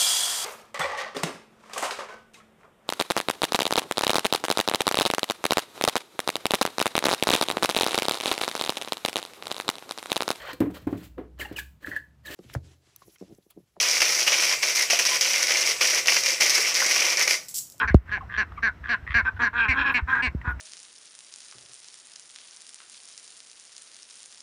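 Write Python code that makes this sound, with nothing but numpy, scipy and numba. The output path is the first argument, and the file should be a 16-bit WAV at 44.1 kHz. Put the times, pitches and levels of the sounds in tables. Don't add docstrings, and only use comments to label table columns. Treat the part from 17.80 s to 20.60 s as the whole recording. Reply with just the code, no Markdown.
import sys
import numpy as np
from scipy import signal
from scipy.io import wavfile
from scipy.ndimage import uniform_filter1d
from numba import njit

SR = 44100
rng = np.random.default_rng(int(sys.argv[2]) if len(sys.argv) > 2 else 0)


def generate_wav(signal):
    frames = np.transpose(np.atleast_2d(signal))
    scaled = np.clip(frames, -1, 1) * 32767
    pcm = np.round(scaled).astype(np.int16)
    wavfile.write(sys.argv[1], SR, pcm)


def amplitude_ratio(level_db):
    exponent = np.asarray(level_db, float) / 20
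    return 10 ** exponent


N = 123479


def level(x, db):
    return x * amplitude_ratio(db) / np.sqrt(np.mean(x ** 2))


def walk(rate):
    hold = int(SR / rate)
    steps = np.repeat(rng.standard_normal(N // hold + 1), hold)
    return 1.1 * uniform_filter1d(uniform_filter1d(steps, hold), hold)[:N]


def shape(t, length, attack=0.0027, release=0.021, swell=0.35):
    edges = np.clip(t / attack, 0, 1) * np.clip((length - t) / release + .5, 0, 1)
    arch = 1 - swell * np.clip(2 * t / length - 1, -1, 1) ** 2
    return np.sin(np.pi / 2 * edges) ** 2 * arch


@njit
def svf(x, hz, width, bend):
    y, band, low = np.empty(len(x)), 0., 0.
    rest, damping = np.tan(np.pi * hz / SR), width / hz
    for i in range(len(x)):
        g = rest * bend[i]
        v = (band + g * (x[i] - low)) / (1 + g * (g + damping))
        band = 2 * v - band
        low = low + 2 * g * v
        y[i] = damping * v
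    return y


def twice(x, hz, width, bend=np.ones(N)):
    once = svf(x, 1. * hz, 1. * width, bend)
    return 0.019 * once + svf(once, 1. * hz, 1.47 * width, bend)


@njit
def fire(hz, jitter, shimmer, chance):
    pulses, phase, p, k = np.zeros(len(hz) + 1), np.empty(len(hz)), 0., 0
    for i in range(len(hz)):
        step = hz[i] * (1 + jitter[i] * chance[k, 0]) / SR
        p += step
        if p >= 1:
            p, k = p - 1, k + 1
            size = np.exp(shimmer[i] * chance[k, 1])
            pulses[i] += size * p / step
            pulses[i + 1] += size * (1 - p / step)
        phase[i] = p
    return pulses[:-1], phase


def cycle_chance():
    return np.clip(rng.standard_normal((2000, 2)), -2, 2)


def syrinx(calls, rough_of, sag, breath_db, swell, attack):
    t = np.arange(N) / SR
    rows = np.array(calls)
    start, length, _, pitch, extra = rows[np.clip(np.searchsorted(rows[:, 0], t) - 1, 0, None)].T
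    u = np.clip((t - start) / length, 0, 1.2)
    hz = pitch * (1 - 0.09 * np.exp(-u / 0.2) - sag * u ** 2.6) * (1 + .015 * walk(30))
    rough = np.clip(rough_of(extra, u), 0, 1)
    pulses, phase = fire(hz, .08 * rough, .3 * rough, cycle_chance())
    air = level(rng.standard_normal(N) * np.exp(-phase / .42), 0)
    voice = level(pulses - hz / SR, 0) + amplitude_ratio(breath_db) * rough * air
    bend = (hz / pitch) ** .25
    gain = sum(amplitude_ratio(db) * shape(t - s, length, attack, swell=swell) for s, length, db, *_ in calls)
    return (voice, air, bend), gain, extra


def effort_of(calls, peak, spread):
    t = np.arange(N) / SR
    humps = [np.exp(-(((t - s) / length - peak) / spread) ** 2) for s, length, *_ in calls]
    return np.max(humps, axis=0)


def tract(source, gain, effort, hz, width, hiss):
    voice, air, bend = source
    above = max(hz / 1000 - 1, 0)
    head_turn = amplitude_ratio(3.5 * min(above + 0.33, 1) * walk(16))
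    drive = (voice + hiss * above * air) * head_turn
    return twice(drive * gain * effort ** (.38 * above), hz, width, bend * (1 + .015 * walk(13)))


def lead():
    # (time [s], length [s], level [dB], pitch [Hz], beak opening [dB])
    quacks = [
        (.07, 0.037, -23.5, 232.3, -10),
        (.311, 0.069, -25.5, 222.9, -9),
        (.57, 0.062, -18, 224.5, -13.5),
        (.821, 0.074, -20, 235.1, -13),
        (1.085, 0.067, -19.5, 245.1, -11.5),
        (1.337, 0.074, -18, 244, -10),
        (1.612, .072, -21.5, 243.9, -6.5),
        (1.878, 0.062, -26.5, 270.1, 3.5),
        (2.136, 0.057, -25.5, 258.3, 3.5),
        (2.418, 0.065, -26.5, 265.3, 4.5),
    ]
    # (centre [Hz], width [Hz], level [dB], share of beak opening [0-1])
    resonances = [(285.4, 128, -12.5, 0.49), (777, 248, -23.5, 0.23), (1098, 141, -10, 0.61),
                  (1679, 221, -1.5, 0.012), (2294, 298, -5, 1), (2758, 417, -14.5, 0.72),
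                  (4315, 855, -23.5, 0.65), (5936, 600, -34, 0.11), (6960, 240, -39.5, 0.72),
                  (8250, 810, -47, 1), (11700, 1300, -63.5, 1)]

    def rough_of(beak, u):
        return .085 + .4 * np.exp(-u / .1) + .55 * u ** 5

    source, gain, beak = syrinx(quacks, rough_of, sag=0.26, breath_db=0.59, swell=0.14, attack=.01)
    effort = effort_of(quacks, 0.38, 0.66)
    out = 0
    for k, (hz, width, db, share) in enumerate(resonances):
        ring = tract(source, gain, effort, hz, width, hiss=.14)
        out = out + (-1) ** k * amplitude_ratio(db + share * beak) * ring
    strongest = twice(source[0], *resonances[3][:2])
    return out / np.sqrt(np.mean(strongest ** 2))


def creaks():
    # (time [s], length [s], level [dB], pulse rate [Hz], throat [Hz])
    slow_calls = [
        (0.272, 0.067, -35.5, 130, 1600),
        (0.489, 0.082, -31, 102, 1600),
        (1.031, 0.09, -28, 96, 1580),
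        (1.259, 0.073, -31, 114, 1890),
    ]
    t, out = np.arange(N) / SR, 0
    for s, length, db, rate, hz in slow_calls:
        u = np.clip((t - s) / length, 0, 1)
        pulse_hz = rate * (t > s - .9 / rate) * (1 + .3 * u)
        pulses, phase = fire(pulse_hz, np.full(N, .16), np.full(N, .45), cycle_chance())
        air = level(rng.standard_normal(N) * np.exp(-phase / .4), 0)
        drive = twice(level(pulses, 0) + 1.6 * air, 2200., 3000.)
        bend = 1 + 0.034 * u

        def ring(f, width):
            return level(twice(drive, f, width, bend), 0)

        body = ring(hz, 300)
        body = body + amplitude_ratio(-13) * u * (ring(2300, 410) + ring(3050, 500))
        body = body + amplitude_ratio(-8.5) * ring(1167, 240)
        out = out + amplitude_ratio(db + 8.5 * (u - 1)) * shape(t - s, length, 0.009, 0.011, 0) * body
    return out


def hoarse():
    # (time [s], length [s], level [dB], pitch [Hz], roughness [0-1])
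    calls = [
        (-.04, 0.1, -27, 245.8, 0.45),
        (1.441, 0.06, -28, 251, 0.37),
        (1.588, 0.063, -23.5, 242, 0.24),
        (1.725, 0.16, -26, 245.6, 0.21),
        (1.93, 0.12, -28, 283.7, 0.49),
        (2.04, 0.093, -27.5, 278.9, 0.44),
        (2.166, 0.039, -31, 240, .5),
        (2.268, .15, -27, 264.8, 0.39),
        (2.638, 0.085, -31, 256.8, 0.45),
        (2.79, 0.051, -34, 240.7, 0.75),
    ]
    # (centre [Hz], width [Hz], level [dB])
    resonances = [(307, 188, -14.5), (1036, 263, -7), (1600, 311, -1), (2520, 313, -16.5), (3280, 230, -23),
                  (3923, 510, -32.5), (5340, 450, -45.5), (7250, 190, -50), (753, 350, -29.5)]
    # (time [s], level [dB])
    opening = [(0, 9.5), (0.034, -9), (1.44, -1.5), (1.74, -4.5), (1.79, 7), (1.85, 9), (1.89, -3),
               (1.95, -4), (2.015, 10), (2.045, 8), (2.085, 6), (2.13, 5.5), (2.27, -10), (2.3, 5.5),
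               (2.35, -8), (2.4, -1), (2.66, -10.5), (2.8, 2.5)]
    source, gain, rough = syrinx(calls, lambda c, u: c, sag=0.16, breath_db=6.8, swell=0.44, attack=0.012)
    gain = gain * amplitude_ratio(5.5 * rough * walk(60))
    effort = effort_of(calls, 0.47, 0.5)
    beak = np.interp(np.arange(N) / SR, *np.array(opening).T)
    out = 0
    for k, (hz, width, db) in enumerate(resonances):
        ring = tract(source, gain, effort, hz, width, hiss=0.26)
        out = out + (-1) ** k * amplitude_ratio(db + (hz > 2000) * beak) * ring
    strongest = twice(source[0], *resonances[2][:2])
    return out / np.sqrt(np.mean(strongest ** 2))


def whistles():
    # (time [s], length [s], level [dB], pitch [Hz], glide [Hz/s])
    lines = [(-.02, 0.044, -23.5, 1502, -900), (0.037, 0.016, -22.5, 1600, -2000),
             (.012, 0.02, -25.5, 1057, -2500), (.038, 0.013, -31, 987, -4000),
             (1.455, 0.04, -17.5, 1552, -3), (1.753, 0.028, -21, 1560, 312.5),
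             (1.783, 0.065, -18, 1573, 200), (1.85, 0.012, -27, 1600, 96), (1.981, 0.012, -14.5, 1640, 290),
             (2.01, .018, -21, 1700, 294), (2.04, 0.049, -20, 1694, -500),
             (2.089, 0.025, -22.5, 1664, -900), (2.281, 0.048, -22.5, 1600, -300),
             (2.325, 0.024, -14.5, 1625, 104.5), (2.363, 0.036, -24, 1631, 102),
             (2.395, 0.022, -21, 1674, 104), (2.655, 0.079, -32.5, 1516, -1300),
             (2.724, 0.027, -47, 1441, -300), (2.198, 0.072, -52, 1775, -3)]
    t, out = np.arange(N) / SR, 0
    waver = np.cumsum(24 * walk(90)) / SR
    flutter = amplitude_ratio(1.5 * walk(120))
    for s, length, db, hz, glide in lines:
        turns = (hz + glide * (t - s) / 2) * (t - s) + waver
        out = out + amplitude_ratio(db - 1.5) * shape(t - s, length, 0.0052, 0.015) * np.sin(2 * np.pi * turns)
    return out * flutter


def clucks():
    # (time [s], length [s], air level [dB], tone level [dB], throat [Hz])
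    soft_notes = [(0.376, 0.011, -37.5, -59, 793), (0.407, 0.017, -41.5, -33.5, 1084),
                  (0.419, 0.024, -49, -44, 795), (0.719, 0.0048, -37.5, -35, 1222),
                  (0.772, 0.021, -39, -31.5, 1185), (2.792, 0.037, -36, -51, 2260),
                  (0.101, 0.024, -35.5, -56.5, 2050), (1.561, 0.02, -39, -66, 1503),
                  (-.01, 0.029, -39, -59, 3010), (0.762, 0.037, -57.5, -49, 2290),
                  (2.614, 0.0055, -38, -60, 2030)]
    t, out = np.arange(N) / SR, 0
    air = rng.standard_normal(N) * amplitude_ratio(1.0 * walk(148.5))
    side = level(twice(air, 1100.0, 440.0), -10.0)
    side = side + level(twice(twice(air, 2100.0, 1200.), 2800., 1500.), -22.0)
    for s, length, air_db, tone_db, hz in soft_notes:
        tone = np.sin(2 * np.pi * hz * (t - s) * (1.05 - 2.5 * (t - s)))
        puff = level(twice(air, hz, 0.11 * hz), 0) + side
        gain = shape(t - s, length, 0.22 * length, 0.046 * length)
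        out = out + gain * (amplitude_ratio(tone_db) * tone + amplitude_ratio(air_db) * puff)
    return out


def thumps():
    # (time [s], peak level [dB], extra turns at the start [cycles], decay t60 [s])
    blows = [(0.04, -17.5, 0.18, 0.13), (0.103, -18.5, 0.61, 0.27), (0.1441, 5, 1.624, 0.093),
             (0.291, -29.5, 0.68, 0.14), (0.422, -25.5, 0.12, 0.16), (0.534, -25, 0.11, 0.19),
             (0.68, -44, 0.22, 0.63), (0.78, -13.5, 0.14, 0.063), (0.848, -26.5, 0.073, 0.23),
             (1.001, -37.5, 0.16, 0.39), (1.223, -36, 0.53, 0.48), (1.299, -23, 0.57, 0.13),
             (1.349, -17.5, 0.45, 0.089), (1.424, -23.5, 0.36, 0.16), (1.522, -36, 0.3, 0.65),
             (1.886, -15.5, 0.45, 0.12), (1.996, -24, 0.25, 0.14), (2.219, -7.5, 0.19, 0.089),
             (2.467, -12, 0.17, 0.1), (2.548, -17.5, 1.28, 0.13), (2.674, -16, 0.69, 0.14),
             (2.719, -32, 0.47, 0.51)]
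    end_hz, slows_s, crack_db = 64.6, 0.003, -33.5
    out, air = 0, twice(rng.standard_normal(N), 2000.0, 3500.)
    for s, db, turns, t60 in blows:
        t = np.clip(np.arange(N) / SR - s, 0, None)
        cycles = end_hz * t + turns * (1 - np.exp(-t / slows_s))
        onset = 1 - np.exp(-(t * turns / 0.0027) ** 2)
        swing = -np.sin(2 * np.pi * cycles) * onset
        snap = (t > 0) * (np.exp(-t / 0.00032) + 0.27 * np.exp(-t / 0.0089))
        crack = amplitude_ratio(crack_db) * turns ** 2 * air * snap
        out = out + amplitude_ratio(db) * (swing * amplitude_ratio(-60 * t / t60) + crack)
    return out


def feathers():
    # (time [s], length [s], level [dB])
    rustles = [
        (2.295, .016, -56.5),
        (2.69, 0.038, -68.5),
        (2.1, 0.049, -64.5),
        (5.4, .06, -68.5),
    ]
    mic_hiss_db = -84
    t = np.arange(N) / SR
    gain = sum(amplitude_ratio(db) * shape(t - s, length, 0.022, .02) for s, length, db in rustles)
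    gain = gain * amplitude_ratio(3.5 * walk(69))
    hiss = level(svf(rng.standard_normal(N), 13000.0, 6000.0, np.ones(N)), 0)
    return hiss * (gain + amplitude_ratio(mic_hiss_db))


def yard():
    # (frequency [Hz], level per Hz [dB])
    spectrum = np.array([(30, -7.5), (70, 7.5), (250, -13.5), (480, -21), (1500, -17.5), (3500, -37),
                         (6000, -41.5), (15500, -64.5)])
    yard_db, flock_db = -45, -58
    out, swell = 0, walk(1.0)
    for hz in 30 * 2 ** np.arange(0, 9.2, .5):
        db = np.interp(np.log(hz), np.log(spectrum[:, 0]), spectrum[:, 1])
        db = db + 0.84 * swell + (3.2 if hz < 300 else 1.5) * walk(3.4)
        out = out + amplitude_ratio(db) * twice(rng.standard_normal(N), hz, hz / 3.4)
    flock = twice(rng.standard_normal(N), 1600., 640.0) * amplitude_ratio(6.5 * walk(23))
    hush = 1 - 0.54 * shape(np.arange(N) / SR - 0.1615, 0.098, .01, 0.041, 0)
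    return (level(out, yard_db) + level(flock, flock_db)) * hush


def scene():
    echo_db, echo_t60_s = -10, 0.097
    birds = lead() + hoarse() + whistles() + clucks() + creaks()
    t = np.arange(SR // 2) / SR
    tail = rng.standard_normal(len(t)) * amplitude_ratio(-60 * t / echo_t60_s) * (t > .004)
    tail = tail / np.sqrt(np.sum(tail ** 2))
    wet = signal.fftconvolve(twice(birds, 1100.0, 2700.0), tail)[:N]
    return (birds + amplitude_ratio(echo_db) * wet + thumps() + yard() + feathers())[None]


def roll_off(x):
    return signal.sosfilt(signal.butter(12, 15800, fs=SR, output="sos"), x)


def record(dry):
    clip, knee = 0.63, 5.2
    soft = dry / (1 + (np.abs(dry) / clip) ** knee) ** (1 / knee)
    return roll_off(soft)


dry = scene()
out = record(dry)
generate_wav(out)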